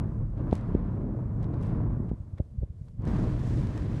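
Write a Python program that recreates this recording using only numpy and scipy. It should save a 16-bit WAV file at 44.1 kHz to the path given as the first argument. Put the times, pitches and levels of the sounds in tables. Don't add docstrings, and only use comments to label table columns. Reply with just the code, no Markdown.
import sys
import numpy as np
from scipy import signal
from scipy.fft import rfft, irfft
from scipy.io import wavfile
from scipy.ndimage import uniform_filter1d

SR = 44100
rng = np.random.default_rng(int(sys.argv[2]) if len(sys.argv) > 2 else 0)


def bounce(signal):
    frames = np.transpose(np.atleast_2d(signal))
    limited = np.clip(frames, -1, 1)
    pcm = np.round(limited * 32767).astype(np.int16)
    wavfile.write(sys.argv[1], SR, pcm)


N = 176400
CUTOFF_HZ = 16500


def wind():
    # time_s, buffet_db, flutter_db, roar_db
    levels = [(0.02, -28.5, -37.5, -50.5), (0.14, -33, -44, -58), (0.22, -26.5, -43.5, -57),
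              (0.29, -32, -51.5, -63.5), (0.36, -33, -46.5, -61.5), (0.39, -29.5, -36.5, -51.5),
              (0.48, -30, -37, -52), (0.62, -34, -41, -52), (0.7, -29.5, -39.0, -50.5),
              (0.85, -30.5, -37, -52.5), (0.97, -31, -37.3, -53), (1.07, -33.5, -34, -56),
              (1.2, -30.5, -40.5, -55), (1.33, -30.5, -42.5, -56.5), (1.4, -28, -41.5, -55),
              (1.5, -31.5, -36.5, -52), (1.62, -29, -38, -51), (1.8, -27, -35.5, -49),
              (1.92, -27.5, -39.5, -52), (2.02, -32, -38.5, -57), (2.11, -33.5, -48.5, -60),
              (2.18, -43, -56.5, -67), (2.3, -46.5, -57, -69), (2.47, -54, -61.5, -78),
              (2.56, -40.5, -63, -77), (2.68, -52, -64.5, -77.5), (2.95, -45, -69, -86),
              (3.01, -35.5, -45.5, -59.5), (3.08, -28.5, -34, -45.5), (3.25, -26, -32.5, -47.5),
              (3.37, -28.5, -37.5, -52), (3.45, -29, -38.5, -52.5), (3.58, -24.5, -35, -53),
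              (3.72, -32.5, -39.5, -51.5), (3.83, -29.5, -37, -53), (3.98, -30.5, -38.5, -53.5)]
    # frequency_hz, relative_db
    buffet_spectrum = [(18, -18), (28, -7.5), (42, 1.5), (58, -1.5), (78, -4), (100, 4), (122, 1.5),
                       (150, -3), (190, -7.5), (240, -15.5), (400, -45.5)]
    flutter_spectrum = [(110, -14.5), (185, -1), (225, 1.5), (262, -4.5), (300, -1.5), (360, -9),
                        (450, -13), (600, -18), (800, -27), (1300, -49.5)]
    roar_spectrum = [(400, -8), (620, 2.5), (790, -3.5), (1000, 0.5), (1300, -7), (1750, -14.5),
                     (2300, -24), (3000, -36), (5000, -48.5)]
    buffet_db, flutter_db, roar_db = in_time(levels)
    pressure = steadied(coloured(buffet_spectrum), window_s=0.029)
    swell = drift(rate_hz=44)
    flutter = coloured(flutter_spectrum) * from_db(1.8 * swell + 1.5 * pressure)
    roar = coloured(roar_spectrum) * from_db(0.92 * swell + 0.25 * pressure)
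    return (from_db(buffet_db) * pressure
            + from_db(flutter_db) * steadied(flutter, window_s=0.032)
            + from_db(roar_db) * steadied(roar, window_s=0.086)
            + hiss(swell) + gust(swell))


def hiss(swell):
    # time_s, level_db
    stream = [(.02, -77), (.25, -93), (.355, -89), (.38, -71.5), (.43, -80), (.49, -82), (.525, -67),
              (.57, -66), (.65, -72.5), (.85, -76), (1.1, -88.5), (1.39, -86), (1.43, -75), (1.48, -87),
              (1.58, -74), (1.66, -67.5), (1.78, -76), (2.0, -93), (2.2, -92), (2.97, -92.5), (3.035, -71),
              (3.08, -61.5), (3.22, -60.5), (3.37, -64), (3.47, -62.5), (3.6, -61), (3.7, -63.5),
              (3.79, -61.5), (3.89, -64), (3.95, -62.5)]
    # frequency_hz, relative_db
    bright_spectrum = [(900, -4), (1700, 9.5), (2600, 1.8), (4000, -2), (6000, -6.5), (8300, -10.5),
                       (10000, -16.5), (12500, -19.5), (13500, -26.5), (16000, -35)]
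    dull_spectrum = [(900, -6), (1500, 0.5), (2100, 1.5), (2800, -5), (4000, -9.5), (5200, -15),
                     (7000, -22.5), (10000, -28)]
    stream_db, = in_time(stream)
    bright = coloured(bright_spectrum) * from_db(4.5 + 0.74 * swell + 0.5 * drift(rate_hz=300))
    dull = coloured(dull_spectrum) * from_db(4)
    crossover_db = -66.5
    bright_share = 1 / (1 + np.exp(crossover_db - stream_db))
    return from_db(stream_db) * (np.sqrt(bright_share) * bright + np.sqrt(1 - bright_share) * dull)


def gust(swell):
    # frequency_hz, relative_db
    spectrum = [(2500, -11), (4000, -2), (6000, 0), (8500, -3), (10000, -9), (13000, -20)]
    return from_db(-66 + swell) / (1 + away(s=3.53, ms=103) ** 4) * coloured(spectrum)


def eddies():
    # start_s, gain_db, length_ms, cutoff_hz
    strikes = [(0.5274, -6, 1.26, 830), (0.7491, -5.5, 1.5, 530), (2.0009, -13.5, 2.6, 403),
               (2.114, -16, 2.7, 680), (2.131, -20.5, 3.1, 330), (2.198, -22, 4.1, 166),
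               (2.3287, -21.5, 3.8, 146), (2.4005, -12, 3.5, 660), (2.577, -15.5, 7.3, 125),
               (2.609, -17, 5.3, 126), (2.6308, -16.5, 5, 590), (2.698, -25.5, 3.5, 190),
               (2.810, -22.5, 3, 193), (2.989, -18.5, 4.5, 218), (3.071, -13.5, 2.6, 496)]
    rise_lengths, churn_lengths = 0.13, 1.6
    churn = from_db(-11) * rng.standard_normal(N)
    thumps = np.zeros(N)
    for start_s, gain_db, length_ms, cutoff_hz in strikes:
        age = np.minimum(away(start_s, length_ms), 20)
        pulse = (seconds() >= start_s) * (1 - np.exp(-age / rise_lengths)) * np.exp(-age ** 2)
        churned_air = churn * np.exp(-age / churn_lengths)
        thumps += from_db(gain_db) * lowpass(pulse + churned_air, cutoff_hz, order=6)
    port_hz, port_q = 66.6, 1.34
    omega = 2 * np.pi * port_hz
    port = signal.bilinear([1, 0, 0], [1, omega / port_q, omega * omega], SR)
    return signal.lfilter(*port, thumps)


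def ticks():
    # start_s, gain_db, cutoff_hz, grit_decay_ms
    contacts = [(0.5126, -23.5, 2900, .3), (0.5288, -19.5, 3300, .3), (0.5374, -31, 7500, .3),
                (0.5527, -29, 4300, .4), (.5541, -29, 10500, .3), (.5568, -41, 10000, .4),
                (.5707, -44, 8500, .3), (0.5802, -40, 8500, .4), (0.6115, -40.5, 7500, .3),
                (0.7501, -29, 3000, .3), (1.4301, -33, 6500, .4), (1.4435, -30.5, 3500, 1.5),
                (1.542, -35, 3700, 1), (1.6142, -40, 8000, .6), (1.6275, -36, 9000, .5),
                (1.634, -35, 9000, .5), (1.6693, -39.5, 6300, .4), (1.6815, -44, 9000, .4),
                (1.7046, -43, 7460, .4), (2.094, -45, 5000, 1), (2.3847, -45, 3400, .8),
                (2.8849, -49, 8500, .8), (3.0214, -43, 8000, .8), (3.0535, -34, 9000, .5),
                (3.077, -32, 6500, .4), (3.671, -31, 7500, 1.6), (3.7774, -30, 7800, 2.2)]
    grit = from_db(-18.5) * rng.standard_normal(N)
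    clicks = np.zeros(N)
    for start_s, gain_db, cutoff_hz, grit_decay_ms in contacts:
        force = grit * (seconds() > start_s) * cusp(start_s, grit_decay_ms) + 1e-18
        force[int(start_s * SR)] = 1
        clicks += from_db(gain_db) * lowpass(force, cutoff_hz)
    case_band = signal.butter(2, [1100, 11500], "band", fs=SR, output="sos")
    return signal.sosfilt(case_band, clicks)


def rubs():
    # peak_s, level_db, time_constant_ms
    brushes = [(0.528, -46, 5.8), (1.438, -54.5, 15), (1.54, -57, 8), (2.095, -56, 6.4), (2.384, -51, 5.2),
               (2.885, -60, 4.1), (3.779, -43, 3)]
    scuffs = [(.561, -61.5, 16), (1.66, -66, 40)]
    # frequency_hz, relative_db
    brush_spectrum = [(300, 7), (900, 9), (2200, -3), (3500, -9.5), (5000, -17.5), (9000, -24),
                      (15000, -33.5)]
    crackle_spectrum = [(600, 7.5), (1800, 6), (3500, 2.5), (6000, -4), (9000, -3), (12000, -15),
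                        (16000, -28.5)]
    brushing = sum(from_db(db) * cusp(s, ms) for s, db, ms in brushes)
    scuffing = sum(from_db(db) * cusp(s, ms) for s, db, ms in scuffs)
    crackles_per_s = 1200
    crackles = (rng.random(N) < crackles_per_s / SR) * rng.uniform(-0.87, 1, N)
    return brushing * coloured(brush_spectrum) + scuffing * tinted(crackles, crackle_spectrum)


def road():
    # frequency_hz, relative_db
    spectrum = [(20, -10.5), (45, -3), (80, 4.5), (118, -5.5), (175, -17), (260, -31), (380, -25),
                (620, -28), (800, -42.5), (1020, -40), (1300, -47), (2000, -51.5), (3000, -52.5),
                (9300, -54), (12000, -60), (15000, -78.5)]
    return from_db(-48) * steadied(coloured(spectrum), window_s=0.071)


def from_db(db):
    return 10 ** (np.asarray(db) / 20)


def rms_one(x):
    return x / np.sqrt(np.mean(x ** 2) + 1e-20)


def seconds():
    return np.arange(N) / SR


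def away(s, ms):
    return abs(seconds() - s) * 1000 / ms


def cusp(s, ms):
    return np.exp(-np.minimum(away(s, ms), 20))


def in_time(rows):
    times_s, *columns = np.transpose(rows)
    return [np.interp(seconds(), times_s, column) for column in columns]


def lowpass(x, cutoff_hz, order=2):
    return signal.sosfilt(signal.butter(order, cutoff_hz, fs=SR, output="sos"), x)


def tinted(x, spectrum):
    hz, db = np.transpose(spectrum)
    bin_hz = np.maximum(np.arange(N // 2 + 1) * SR / N, 1)
    skirts = np.minimum(bin_hz / hz[0], 1) ** 2 * np.minimum(hz[-1] / bin_hz, 1) ** 2
    gain = from_db(np.interp(np.log(bin_hz), np.log(hz), db))
    return rms_one(irfft(rfft(x) * skirts * gain, N))


def coloured(spectrum):
    return tinted(rng.standard_normal(N), spectrum)


def drift(rate_hz):
    return rms_one(lowpass(rng.standard_normal(N + SR), rate_hz)[SR:])


def steadied(x, window_s):
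    size = max(int(window_s * SR), 8)
    power = uniform_filter1d(uniform_filter1d(x ** 2, size), size)
    return x / np.sqrt(power + 1e-12)


def scene():
    return (road() + wind() + eddies() + ticks() + rubs())[None]


def record(dry):
    softened = lowpass(dry, cutoff_hz=12500)
    return signal.sosfilt(signal.cheby2(12, 70, CUTOFF_HZ, fs=SR, output="sos"), softened)


dry = scene()
out = record(dry)
bounce(out)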